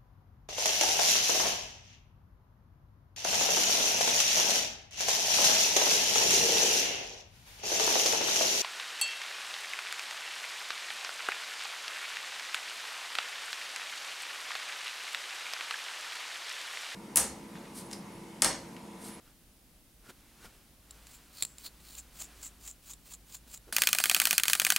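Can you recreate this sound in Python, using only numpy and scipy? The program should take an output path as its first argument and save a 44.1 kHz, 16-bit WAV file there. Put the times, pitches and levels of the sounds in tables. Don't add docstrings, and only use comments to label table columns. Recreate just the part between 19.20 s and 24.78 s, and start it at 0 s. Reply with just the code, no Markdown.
import sys
import numpy as np
from scipy import signal
from scipy.fft import rfft, irfft, next_fast_len
from scipy.io import wavfile
from scipy.ndimage import uniform_filter1d

SR = 44100
rng = np.random.default_rng(int(sys.argv[2]) if len(sys.argv) > 2 else 0)


def wrap_up_sound(samples):
    columns = np.atleast_2d(samples).T
    tamed = np.clip(columns, -1, 1)
    steps = np.round(tamed * 32767).astype(np.int16)
    wavfile.write(sys.argv[1], SR, steps)


N = 246078
T = np.arange(N) / SR
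HOLD_S = (1.69, 4.52)


def undb(db):
    return np.exp(np.asarray(db) * np.log(10) / 20)


def unit(x):
    return x / np.sqrt(np.mean(x ** 2))


def curve(rows):
    return undb(np.interp(T, *np.transpose(rows)))


def between(start, end):
    return uniform_filter1d(1. * ((T > start) & (T < end)), SR // 100)


def colour(x, points):
    hz, db = np.transpose(points)
    size = next_fast_len(N + SR // 10, real=True)
    gain = undb(np.interp(np.log(np.fft.rfftfreq(size, 1 / SR) + 1), np.log(hz), db))
    return irfft(rfft(x, size) * unit(gain), size)[:N]


def band(x, hz, width):
    return signal.lfilter(*signal.iirpeak(min(hz, .45 * SR), hz / width, fs=SR), x)


def steep_band(x, hz, width):
    return band(band(x, hz, width), hz, width)


def blows(rows):
    force = np.zeros(N)
    for s, db in rows:
        force[min(int(s * SR), N - 1)] += undb(db)
    return force


def fade(force, decay_s):
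    return signal.lfilter([1], [1, -np.exp(-1 / (decay_s * SR))], force)


def grains(rate, spread_db):
    contacts = (rng.random(N) < rate / SR) * rng.choice([-1, 1], N)
    sizes = undb(spread_db * np.minimum(rng.exponential(size=N), 5))
    return unit(contacts * sizes)


def wander(rate):
    step = int(SR / rate)
    stairs = np.repeat(rng.standard_normal(N // step + 1), step)
    return unit(uniform_filter1d(stairs, step)[:N])


def swell(peak_s, rise_s, fall_s):
    out, near = np.zeros(N), np.abs(T - peak_s) < .5
    t = T[near] - peak_s
    out[near] = np.exp(-(t / np.where(t < 0, rise_s, fall_s)) ** 2 / 2)
    return out


def ring(modes, scatter_db, detune):
    hz, width, db = np.transpose(modes)[:, :, None]
    t = T[:SR // 30]
    pitch_draw, level_draw = rng.standard_normal((2, len(hz), 1))
    sign = (-1) ** np.arange(len(hz))[:, None]
    envelopes = undb(db + scatter_db * level_draw) * np.exp(-np.pi * width * t)
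    waves = sign * np.sin(2 * np.pi * hz * (1 + detune * pitch_draw) * t)
    return (envelopes * waves).sum(0) / np.sqrt(np.sum(undb(2 * db)))


def strikes(rows, modes, clean_db, bounce_db, bounce_s, scatter_db, detune):
    out, t = np.zeros(N + SR), T[:SR // 100]
    for s, db in rows:
        force = undb(bounce_db) * np.exp(-t / bounce_s) * rng.standard_normal(len(t))
        force[0] = undb(clean_db)
        hit = undb(db) * np.convolve(force, ring(modes, scatter_db, detune))
        start = int(s * SR)
        out[start:start + len(hit)] += hit
    return out[:N]


# frequency_hz, level_db
ROOM_SPECTRUM = [(18, -9.5), (45, 3), (80, -6.5), (150, -6.5), (270, -8.5), (420, -17.5), (700, -19),
                 (1400, -26), (2800, -24.5), (7500, -26.5), (10000, -23.5), (15500, -26.5)]
# frequency_hz, offset_db
SIDE_TILT = [(60, -8), (110, -12), (200, -18), (380, -8), (700, -4), (2400, -1.5), (15000, -2.5)]
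# time_s, level_db
HUM_LEVELS = [(1.85, -61), (2.1, -70), (2.75, -59.5), (3.4, -60.5), (3.75, -64), (4.5, -62)]

def room(tone_db=-61, hum_hz=53.6):
    hz, db = np.transpose(ROOM_SPECTRUM)
    tilt_hz, tilt_db = np.transpose(SIDE_TILT)
    side_db = db + np.interp(np.log(hz), np.log(tilt_hz), tilt_db)
    mid = unit(colour(rng.standard_normal(N), ROOM_SPECTRUM))
    side = undb(-7.5) * unit(colour(rng.standard_normal(N), np.transpose([hz, side_db])))
    phase = 2 * np.pi * np.cumsum(hum_hz + 2.57 * wander(rate=16)) / SR
    hum = unit(np.sin(phase)) * undb(1.1 * wander(rate=14))
    tone = undb(tone_db) * np.array([mid + side, mid - side])
    return tone + between(*HOLD_S) * curve(HUM_LEVELS) * hum


# peak_s, level_db, length_s, thud_db, thud_hz
GLOVE_LANDINGS = [(.085, -70, 0.024, 0, 246), (0.901, -52.5, 0.0073, 3, 305),
                  (1.255, -54.5, .01, -4.5, 910), (4.275, -74, .007, 12, 300),
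                  (4.491, -67, 0.012, 12.5, 420)]
# time_s, level_db
GRIP_RUSTLE = [(0, -71), (.7, -82), (1, -65.5), (1.33, -61.5), (1.58, -72.5), (1.75, -60), (2.3, -64.5),
               (2.87, -63.5), (3.12, -57.5), (3.55, -69.5), (4.5, -71)]
# frequency_hz, level_db
GLOVE_SPECTRUM = [(150, 2), (340, 0.5), (550, -4), (1000, -3.5), (1450, -2.5), (2000, -4.5), (2800, -5),
                  (5000, -8), (10000, -10.5), (15000, -16.5)]

def gloves(slide_lead_s=0.025, slide_s=0.028, slide_db=-8.5):
    touch, thuds, push = 0, 0, rng.standard_normal(N)
    for s, db, length, thud_db, thud_hz in GLOVE_LANDINGS:
        pressure = undb(db) * swell(s, length, length)
        slide = undb(db + slide_db) * swell(s - slide_lead_s, slide_s, slide_s)
        touch += pressure + slide
        thuds += undb(thud_db) * pressure * unit(steep_band(push, thud_hz, width=0.63 * thud_hz))
    hollow = undb(-3.5) * unit(steep_band(push, hz=1415, width=160))
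    rustle = colour(grains(rate=18000, spread_db=2.3), GLOVE_SPECTRUM)
    return (curve(GRIP_RUSTLE) + touch) * rustle + touch * hollow + thuds


# peak_s, level_db, rise_s, wing_db, wing_hz
WOOL_STROKES = [(1.94, -54.5, 0.029, -5, 7600), (2.212, -49.5, 0.04, -2, 4320),
                (2.457, -44, 0.018, -3, 4280), (2.72, -56.5, 0.078, -7, 4250),
                (2.785, -49, 0.013, 4.5, 7200), (3.018, -46, 0.028, -.5, 7260),
                (3.253, -47.5, .022, 4, 7380), (3.48, -48.5, 0.028, 3, 7280),
                (3.703, -49.5, .022, -1, 7060), (3.928, -47, .018, -1.5, 7250),
                (4.143, -48.5, 0.024, -4.5, 7100), (4.342, -48, 0.022, -3, 7200)]
# frequency_hz, level_db
WOOL_SPECTRUM = [(300, -16), (700, -5), (1200, -1), (1800, -6), (2400, -1.5), (4200, 0.5), (6000, -1),
                 (9000, 1), (10700, -3), (12000, -2), (13500, -1.5), (15200, 3.5)]
# pitch_hz, width_hz, level_db
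WING_MODES = [(3990, 520, -3), (5230, 570, -8.5), (7220, 173, -2.5), (7620, 220, -0.5), (9230, 155, -9),
              (10800, 500, -10.5), (14600, 1200, -19)]

def scrubbing(sing_lag_s=0.0076, tick_lag_s=0.01, land_lead_s=0.054, land_s=0.017):
    pressure = undb(-71.5) * between(*HOLD_S)
    sing, lifting = 0, 0
    strands = grains(rate=7000, spread_db=3.5)
    for s, db, rise, wing_db, wing_hz in WOOL_STROKES:
        fall = 0.74 * rise
        landing = undb(-10.5) * swell(s - land_lead_s, land_s, land_s)
        pressure += undb(db) * (swell(s, rise, fall) + landing)
        width = 1500 * (wing_hz / 7200) ** 2
        wing = unit(steep_band(strands, wing_hz, width))
        sing += undb(db + wing_db) * swell(s + sing_lag_s, rise, fall) * wing
        lifting += undb(db) * swell(s + tick_lag_s, fall, fall)
    scratch = colour(grains(rate=12000, spread_db=2.0), WOOL_SPECTRUM)
    scratch += undb(-10) * unit(wheels(strands))
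    plucks = grains(rate=380, spread_db=2.5)
    ticks = unit(signal.oaconvolve(plucks, ring(WING_MODES, scatter_db=4, detune=0.012))[:N])
    flicker = undb(2.3 * wander(rate=220) - 1)
    return (pressure * scratch + sing) * flicker + undb(-8) * lifting * ticks


# start_s, level_db, slip_s
EDGE_SNAGS = [(1.708, -31, 0.0025), (1.869, -33, 0.0017), (2.186, -37, .002), (2.2242, -8, 0.0011),
              (2.232, -19, 0.0029), (2.2503, -21.5, 0.0015), (2.383, -31, 0.0017), (2.462, -34.5, .004),
              (2.751, -31.5, .0023), (2.785, -33, .004), (3.264, -31, .003), (3.476, -27.5, 0.0022),
              (3.734, -32, 0.0042), (3.938, -31.5, 0.0024), (4.168, -41, 0.0026), (4.374, -34.5, .003)]

def snagging(clean_s=0.00074):
    rasp = sum(fade(blows([(s, db)]), slip_s) for s, db, slip_s in EDGE_SNAGS) * rng.standard_normal(N)
    pluck = blows([(s, db + 20 * np.log10(clean_s / slip_s)) for s, db, slip_s in EDGE_SNAGS])
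    force = undb(2) * pluck + undb(-19.5) * rasp
    edge = signal.oaconvolve(force, ring(WING_MODES, scatter_db=0, detune=0))[:N]
    slips = blows([row[:2] for row in EDGE_SNAGS])
    tail = fade(slips, decay_s=0.052) * unit(band(rng.standard_normal(N), hz=7560, width=380))
    nudge = fade(slips, decay_s=0.014) * unit(steep_band(rng.standard_normal(N), hz=110, width=130))
    return edge + undb(-15) * colour(rasp, WOOL_SPECTRUM) + undb(-44) * tail + undb(-40.5) * nudge


# pitch_hz, width_hz, level_db
WHEEL_MODES = [(194.5, 45, -3), (652, 41, -6.5), (1200, 24, 0), (1530, 19, 1), (1652, 13, 1),
               (2170, 85, -7), (2460, 34, 3), (2665, 18, 0), (3000, 26, 3.5), (3300, 14, 0),
               (4010, 100, -7), (4100, 27, 3), (4490, 76, 6), (4950, 35, 5.5), (5900, 22, -15),
               (5960, 71, -3), (6780, 120, 0), (7510, 49, 7.5), (8400, 83, 6), (9200, 120, 2),
               (9540, 35, 0), (10200, 70, 3), (12000, 370, -13), (14600, 270, -7)]

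def wheels(drive):
    return sum(undb(db) * band(drive, hz, width) for hz, width, db in WHEEL_MODES)


# frequency_hz, level_db
TOOTH_SPECTRUM = [(100, -34), (200, -3), (450, -8.5), (900, -6.5), (1500, -0.5), (3000, -3.5), (9000, 2),
                  (13000, -1.5), (15500, -0.5)]
# time_s, load_db
GEAR_LOAD = [(4.53, 0), (4.76, -2.5), (4.81, 0), (5.14, 3), (5.18, -6.5), (5.25, -9), (5.29, 4), (5.39, -4),
             (5.5, 3.5), (5.58, -6)]
RELEASE_S = 4.5249

def gears(skip_lead_s=0.011, skip_spread_s=0.002):
    snaps, knocks = flap_blows()
    teeth = grains(rate=8000, spread_db=2.0) * undb(2 * wander(rate=260))
    jolt = undb(-29) * fade(blows(snaps + knocks), decay_s=0.0017) * rng.standard_normal(N)
    surge = 1 + 0.64 * fade(blows([(s, 0) for s, db in knocks]), decay_s=0.014)
    load = undb(-40) * curve(GEAR_LOAD) * surge * (T > RELEASE_S)
    whirr = wheels(load * teeth + jolt)
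    contact = load * grains(rate=9000, spread_db=3.0) * undb(2 * wander(rate=300))
    chance = rng.standard_normal((len(snaps), 2))
    slips = [(s - skip_lead_s + skip_spread_s * late, -29 + 2 * hard)
             for (s, db), (late, hard) in zip(snaps, chance)]
    skips = undb(-12) * fade(blows(slips), decay_s=0.0011) * rng.standard_normal(N)
    return undb(5.5) * whirr + colour(undb(-1.5) * contact + skips, TOOTH_SPECTRUM)


# snap_s, level_db, knock_delay_s
WING_FLAPS = [(4.5644, -5, 0.018), (4.6189, -3.5, 0.016), (4.6711, -4, 0.017), (4.7291, -4.5, 0.019),
              (4.785, -6.5, 0.015), (4.8382, -4.5, .0179), (4.8963, -3.5, .0165), (4.9458, -4, 0.018),
              (4.9995, -4.5, 0.017), (5.0533, -4, 0.017), (5.1084, -4.5, 0.02), (5.1795, -1.5, .018),
              (5.234, -6, .02), (5.2808, -7, 0.017), (5.3319, -3, .019), (5.3977, -5, .019),
              (5.4483, -6, 0.018), (5.5019, -1.5, 0.019), (5.5616, -4.5, .018)]

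def flap_blows():
    snaps = [(s, db) for s, db, delay in WING_FLAPS]
    returns = [s + delay for s, db, delay in WING_FLAPS]
    knocks = [(s, -9.5 + 0.58 * np.interp(s, *np.transpose(GEAR_LOAD))) for s in returns]
    release = (RELEASE_S, -17)
    return snaps, [release] + knocks


# pitch_hz, width_hz, level_db
FRAME_MODES = [(634, 54, -45.5), (880, 106, -39), (1196, 27.5, -37), (1430, 320, -17.5), (1620, 290, -15.5),
               (2120, 720, -30.5), (2459, 115, -15), (3100, 345, -10), (3510, 400, -14.5),
               (4190, 71, -26.5), (4555, 136, -19.5), (5240, 360, -16.5), (5630, 134, -20),
               (6500, 190, -14.5), (7240, 290, -18.5), (7860, 510, -12), (8570, 470, -12.5),
               (9550, 560, -11.5), (10400, 1050, -9.5), (11970, 580, -8.5), (14700, 510, -11.5)]
# frequency_hz, level_db
CHATTER_SPECTRUM = [(100, -47), (300, -12.5), (500, -19), (1050, -10), (1250, -3), (1500, 3), (2400, 1),
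                    (3600, -2), (6000, -7), (9000, -2), (12500, -9.5), (15500, -5.5)]

def flapping(delay_s=0.000815):
    snap_rows, knock_rows = flap_blows()
    snaps, knocks = blows(snap_rows), blows(knock_rows)
    frame = strikes(snap_rows, FRAME_MODES, clean_db=0.5, bounce_db=-28, bounce_s=0.00052,
                    scatter_db=1.5, detune=0.0059)
    frame += strikes(knock_rows, FRAME_MODES, clean_db=-6.5, bounce_db=-24, bounce_s=0.0011,
                     scatter_db=1.0, detune=0.015)
    frame = signal.sosfilt(signal.butter(2, 350, "high", fs=SR, output="sos"), frame)
    crack = undb(-25.5) * fade(snaps, decay_s=0.0014) + undb(-11.5) * fade(knocks, decay_s=0.0017)
    tail = undb(-21.5) * fade(snaps, decay_s=0.0085) + undb(-22) * fade(knocks, decay_s=0.0087)
    chatter = colour((crack + tail) * grains(rate=20000, spread_db=-1.0), CHATTER_SPECTRUM)
    thump = steep_band(fade(knocks, decay_s=0.0035) * rng.standard_normal(N), hz=740, width=410)
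    return np.interp(T - delay_s, T, frame + chatter + undb(-7.5) * thump)


def scene():
    return flapping() + gears() + scrubbing() + snagging() + gloves() + room()


def record(dry):
    return signal.sosfilt(signal.ellip(10, .2, 70, 15800, fs=SR, output="sos"), dry)


dry = scene()
out = record(dry)
wrap_up_sound(out)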